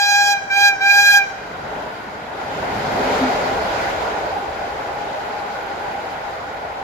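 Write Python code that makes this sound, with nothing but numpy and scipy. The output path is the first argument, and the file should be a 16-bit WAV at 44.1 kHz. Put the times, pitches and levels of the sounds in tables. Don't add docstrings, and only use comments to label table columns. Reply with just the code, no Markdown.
import sys
import numpy as np
from scipy import signal
from scipy.io import wavfile

SR = 44100
rng = np.random.default_rng(int(sys.argv[2]) if len(sys.argv) > 2 else 0)


def dump_mix(stems):
    frames = np.atleast_2d(stems).T
    limited = np.clip(frames, -1, 1)
    pcm = np.round(limited * 32767).astype(np.int16)
    wavfile.write(sys.argv[1], SR, pcm)


N = 301185


def amp(db):
    return 10 ** (np.asarray(db) / 20)


def rms_one(x):
    return x / np.sqrt(np.mean(x ** 2) + 1e-20)


def in_time(rows):
    time_s, *columns = np.transpose(rows)
    return [np.interp(np.arange(N) / SR, time_s, column) for column in columns]


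def at_hz(points, hz):
    table_hz, values = np.transpose(points)
    return np.interp(np.log(hz), np.log(table_hz), values)


def drift(rate_hz, size=N):
    r = np.exp(-80 * np.pi * rate_hz / SR)
    noise = rng.standard_normal(size // 40 + 2002)
    slow = signal.lfilter([1], [1, -2 * r, r * r], noise)[2000:]
    return np.interp(np.arange(size) / 40, np.arange(len(slow)), rms_one(slow))


def resonance(x, hz, width_hz):
    r = np.exp(-np.pi * width_hz / SR)
    zeros = np.array([1, 0, -1]) * (1 - r * r) / 2
    poles = [1, -2 * r * np.cos(2 * np.pi * hz / SR), r * r]
    return signal.lfilter(zeros, poles, x)


def sides(db):
    return np.array([amp(db / 2), amp(-db / 2)])


# start_s, level_db (before a 4 dB trim)
TICKS = [(5.6261, -44), (5.9194, -46), (6.7261, -48)]
TICK_CUT_HZ, TICK_T60_S = 12000, .05


def ticks():
    t = np.arange(N) / SR
    shape = 0
    for start_s, level_db in TICKS:
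        decay_db = 60 * np.clip(t - start_s, 0, 1) / TICK_T60_S
        shape = shape + amp(level_db - 4 - decay_db) * (t >= start_s)
    high_pass = signal.butter(4, TICK_CUT_HZ, "high", fs=SR, output="sos")
    return shape * rms_one(signal.sosfilt(high_pass, rng.standard_normal((2, N))))


# time_s, level_db (of the part common to both sides)
SINGING = [(2.4, -40), (3.2, -30.5), (3.8, -35), (4.4, -33.5), (5.0, -34), (5.6, -32), (6.2, -34),
           (6.83, -37)]
SINGING_HZ, SINGING_PASS_WIDTH_HZ = 810, 75


def singing_rails():
    fade_in = (SINGING[0][0] - .3, -70)
    level_db, = in_time([fade_in] + list(SINGING))
    noise = rng.standard_normal((2, N))
    for _ in range(2):
        noise = resonance(noise, SINGING_HZ, SINGING_PASS_WIDTH_HZ)
    mid, side = noise
    pair = rms_one(mid) + 0.81 * rms_one(side) * [[1], [-1]]
    return amp(level_db + 1.84 * drift(4.9)) * pair


# start_s, level_db, hold_s
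HUM = [(2.988, -31, .012), (3.06, -25.5, .015), (3.106, -28, 0.025), (3.221, -19, 0.042),
       (3.48, -29, 0.021)]
HUM_HZ, HUM_PASS_WIDTH_HZ = 260, 17
HUM_RISE_DB_PER_S, HUM_FALL_DB_PER_S = 700, 400


def deck_hum():
    t = np.arange(N) / SR
    swells_db = []
    for start_s, level_db, hold_s in HUM:
        rise_db = HUM_RISE_DB_PER_S * np.clip(start_s - t, 0, 1)
        fall_db = HUM_FALL_DB_PER_S * np.clip(t - start_s - hold_s, 0, 1)
        swells_db.append(level_db - rise_db - fall_db)
    shake = rng.standard_normal(N)
    for _ in range(2):
        shake = resonance(shake, HUM_HZ, HUM_PASS_WIDTH_HZ)
    tone = np.sin(2 * np.pi * HUM_HZ * t)
    return amp(np.max(swells_db, axis=0)) * (1.2 * tone + 0.43 * rms_one(shake))


# time_s, rumble_db, roar_db, hiss_db
ROLLING = [(0, -53, -46.5, -60), (.4, -49.5, -41.5, -61), (1.2, -48, -41, -58), (1.63, -40, -34.5, -54.5),
           (1.79, -41, -30, -53), (1.94, -40, -37.5, -54.5), (2.26, -44, -37.5, -55.5),
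           (2.4, -43, -33, -52.5), (2.64, -33.5, -29.5, -48.5), (2.85, -33, -27, -46),
           (3.15, -30, -22, -42), (3.35, -35, -24.5, -43.5), (3.55, -35, -25, -46), (3.8, -37.5, -27, -44),
           (4.09, -39.5, -27, -47.5), (4.45, -44, -30.5, -51.5), (5.05, -44.5, -32.5, -51.5),
           (6.1, -45.5, -34, -52.5), (6.83, -47.5, -36, -55.5)]
LAYER_HZ = (55, 180, 550, 1300, 3500, 6000, 11000)
# freq_hz, level_db
ROAR = [(15, -45), (25, -16), (49, -7.5), (193, -8), (253, -6), (313, -7), (803, 3), (1200, -8.5),
        (1450, -7), (3170, -18.5), (4370, -20.5), (7100, -37), (8570, -75), (11800, -32.5), (15500, -53)]
# freq_hz, width_hz, lift_db
RAIL = [(429, 30, 4), (627, 7, 4.5), (686, 14, -0.5), (1098, 42, 2), (1443, 122, 7), (2106, 340, 3),
        (7110, 420, 9)]
# freq_hz, likeness (-1 to 1)
LIKENESS = [(60, 0.93), (99, 1), (160, 0.91), (270, 0.94), (450, 0.7), (740, 0.45), (1220, -0.34),
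            (2010, 0.35), (3330, -0.066), (5500, 0.01), (9080, -0.59), (15000, 0.59)]
# freq_hz, left_minus_right_db
TILT = [(60, 1), (150, 1), (380, -1), (950, 1), (2380, 0.0), (5980, -1.5), (15000, 0.5)]
DEEP_SHARE, DEEP_LUMP_DB, DEEP_RISE_DB_PER_S = 0.82, 2, 0.3
RING_SHARE, EDGE_SHARE = 0.72, 1.21


def rolling(flutter_db):
    rumble, roar, hiss = in_time(ROLLING)
    deep = DEEP_SHARE * roar + DEEP_RISE_DB_PER_S * np.arange(N) / SR + DEEP_LUMP_DB * drift(3)
    layers_db = deep, rumble, roar, RING_SHARE * hiss, hiss, EDGE_SHARE * hiss, hiss
    edges_hz = 25 * 2 ** np.arange(0, 9.5, 1 / 3)
    white = rng.standard_normal((2, 2, N))
    out = 0
    for band, (low_hz, high_hz) in enumerate(zip(edges_hz, edges_hz[1:])):
        band_pass = signal.butter(2, [low_hz, high_hz], "band", fs=SR, output="sos")
        mid, side = signal.sosfilt(band_pass, white[band % 2])
        hz = np.sqrt(low_hz * high_hz)

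        place = np.interp(np.log(hz), np.log(LAYER_HZ), range(7))
        below = min(int(place), 5)
        swing_db = layers_db[below] + (place - below) * (layers_db[below + 1] - layers_db[below])
        level_db = swing_db - swing_db.mean() + at_hz(ROAR, hz) + flutter_db * drift(12)

        alike = np.clip(at_hz(LIKENESS, hz), -1, 1)
        pair = np.sqrt(1 + alike) * mid + np.sqrt(1 - alike) * side * [[1], [-1]]
        out = out + amp(level_db) * sides(at_hz(TILT, hz))[:, None] * pair
    for hz, width_hz, lift_db in RAIL:
        out = out + (amp(lift_db) - 1) * resonance(out, hz, width_hz)
    return rms_one(out)


ECHO_DB, ECHO_T60_S, ECHO_CUT_HZ, ECHO_RISE_S = -18.5, 1, 4100, 0.043


def slopes(feed):
    t = np.arange(SR) / SR
    envelope = amp(-60 * t / ECHO_T60_S) * np.clip(t / ECHO_RISE_S, 0, 1)
    low_pass = signal.butter(1, ECHO_CUT_HZ, fs=SR, output="sos")
    tail = signal.sosfilt(low_pass, rng.standard_normal((2, SR)) * envelope)
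    tail = tail / np.sqrt(np.sum(tail ** 2, axis=1, keepdims=True))
    return amp(ECHO_DB) * signal.oaconvolve(feed[None], tail, axes=1)[:, :N]


# open_s, shut_s, level_db, full_pressure_pitch_hz
BLASTS = [(-.5, .328, 0, 811), (.495, .686, 2, 809.5), (.8, 1.176, .5, 809.5)]
FILL_S, VENT_S = .068, 0.0495
SAG_HZ, VENT_SAG_HZ = 24, 22.26
SCOOP_HZ, SCOOP_S = 13, .015
SPEAK_S, STOP_S, STOP_FADE_S = 0.015, 0.054, 0.034


def air(t):
    latest = np.searchsorted(np.array(BLASTS)[1:, 0], t, "right")
    open_s, shut_s, level_db, full_hz = np.transpose(BLASTS)[:, latest]
    since_s = np.clip(t - shut_s, 0, None)
    filled = 1 - np.exp(-(np.minimum(t, shut_s) - open_s) / FILL_S)
    left = np.exp(-since_s / VENT_S)
    speak = np.clip((t - open_s) / SPEAK_S, 0, 1)
    stall = np.clip(1 - (since_s - STOP_S) / STOP_FADE_S, 0, 1)
    scoop_hz = SCOOP_HZ * np.exp(-(t - open_s) / SCOOP_S)
    pitch_hz = full_hz - SAG_HZ * (1 - filled) - VENT_SAG_HZ * (1 - left) - scoop_hz
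    return filled * left, speak * stall, since_s, level_db, pitch_hz


# multiple, level_db (over its group), left_minus_right_db, left_lead_rad
PARTIALS = [(1, -1, 7, 1.07), (2, -2, -4.5, 1.1), (3, 0, -2, 1.7), (4, 0.5, 0.5, 2.35), (5, 3.5, 0, 3.7),
            (6, -1.5, -10.5, 4.64), (7, 1, 6.5, 5.2), (8, -0.5, -4, 6.2), (9, -6, 9.5, 6.3),
            (10, -13.5, -3.5, 7.6), (11, -7, 1, 7.7), (12, -5.5, 8.5, 9.3), (13, -1, 5, 8.4),
            (14, 1, 3, 9.5), (15, 3.5, 6, 12), (16, -1, -1, 11), (17, -1.5, 9, 12), (18, -1, 5, 12.6),
            (19, -10, 3, 13.3)]
# start_db, swell_db_per_s (as the train nears),
# weak_db (lost at no pressure), fall_db_per_s (after shutting), turn_db_per_s (left minus right)
VOICES = [(-19, -0.5, 5.5, 110, -7), (-16.5, 6, 9.5, 156, 3), (-27.5, 7.5, 6, 110, -3),
          (-36, 2.5, 17, 250, 0.6), (-33.5, 1.5, 20, 400, -2.3), (-52.5, 7.5, 25, 248, -1.5)]
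# time_s, multiple, left_dip_db, right_dip_db, width_s (negative dip: a lift)
FADES = [(.06, 1, 4.5, 4, 0.034), (.05, 2, 0, 4, 0.092), (.32, 2, 14, 4, 0.025), (.52, 1, 9, 3, 0.052),
         (.56, 2, 14, 2, 0.018), (.6, 2, 8, 4.5, 0.024), (.65, 3, 2, 0, 0.041), (.71, 1, 10, 5, .025),
         (.88, 3, -1, -3, 0.0097), (.91, 1, 7, 8, 0.014), (.95, 2, 3, 1.5, 0.011), (.97, 3, 5, 4, 0.017),
         (1.03, 2, 1, 8, 0.021), (1.04, 3, 7, 7, 0.025), (1.07, 1, 8, 10, 0.042), (1.11, 1, 13, 10, 0.013),
         (1.105, 3, 9, 7, 0.017), (1.13, 2, 4, 17, .013), (1.17, 3, 8, 10, 0.031), (.27, 3, 7, 4.5, 0.07),
         (.26, 2, 3, 4.5, .03), (.27, 5, 6, 9, 0.044), (1.17, 5, 4, 7, 0.04)]
SHIMMER_DB, SHIMMER_HZ = 2.5, 24.8
SHIMMER_LOW_SHARE = .4
BELL_SMEAR_RAD = .35
BEHIND_PITCH_RATIO, BEHIND_SPREAD_RATIO = .975, .016
BEHIND_DB, BEHIND_DB_PER_PARTIAL = 0.5, 0.5
ECHO_SWELL_SHARE = -0.13


def horn():
    size = round(1.4 * SR)
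    t = np.arange(size) / SR
    pressure, valve, since_s, blast_db, pitch_hz = air(t)
    behind_ratio = BEHIND_PITCH_RATIO + BEHIND_SPREAD_RATIO * drift(13.45, size=size)
    phase = 2 * np.pi * np.cumsum(pitch_hz) / SR
    behind_phase = 2 * np.pi * np.cumsum(pitch_hz * behind_ratio) / SR
    direct, feed = np.zeros((2, N)), np.zeros(N)
    for multiple, partial_db, pan_db, lead_rad in PARTIALS:
        k = round(multiple)
        group = np.searchsorted([2, 3, 4, 6, 11], k, "right")
        start_db, swell_db, weak_db, fall_db, turn_db = VOICES[group]
        level_db = partial_db + blast_db + start_db + swell_db * t
        level_db = level_db - weak_db * (1 - pressure) - fall_db * since_s
        height = np.sqrt(2) * valve * amp(level_db)

        dips_db = np.zeros((2, size))
        for time_s, faded, left_db, right_db, width_s in FADES:
            if round(faded) == k:
                dips_db += np.outer([left_db, right_db], np.exp(-((t - time_s) / width_s) ** 2))
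        pan = sides(pan_db + turn_db * t) * amp(-dips_db)

        shimmer_db = SHIMMER_DB * (SHIMMER_LOW_SHARE if k < 3 else 1)
        lead_makeup = 1 / max(abs(np.cos(lead_rad / 2)), .5)
        for side, sign in enumerate((1, -1)):
            flutter = amp(shimmer_db * drift(SHIMMER_HZ, size=size))
            wave = np.cos(k * phase - BELL_SMEAR_RAD * k * k + sign * lead_rad / 2)
            direct[side, :size] += height * pan[side] * flutter * lead_makeup * wave

        behind = amp(BEHIND_DB + BEHIND_DB_PER_PARTIAL * k) * np.cos(k * behind_phase)
        feed_gain = amp((ECHO_SWELL_SHARE - 1) * swell_db * t)
        feed[:size] += height * feed_gain * (np.cos(k * phase) + behind)
    return direct, feed


def scene():
    train = ticks() + singing_rails() + deck_hum() + amp(-24.5) * rolling(flutter_db=1.06)
    direct, feed = horn()
    return train + slopes(feed) + direct


BASS_CUT_HZ, TOP_CUT_HZ, PEAK_LIMIT = 29, 15700, .98


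def record(dry):
    high_pass = signal.butter(3, BASS_CUT_HZ, "high", fs=SR, output="sos")
    thin = signal.sosfilt(high_pass, dry)
    rounded = thin / (1 + np.abs(thin / PEAK_LIMIT) ** 16) ** (1 / 16)
    low_pass = signal.ellip(12, .3, 50, TOP_CUT_HZ, fs=SR, output="sos")
    return signal.sosfilt(low_pass, rounded)


dry = scene()
out = record(dry)
dump_mix(out)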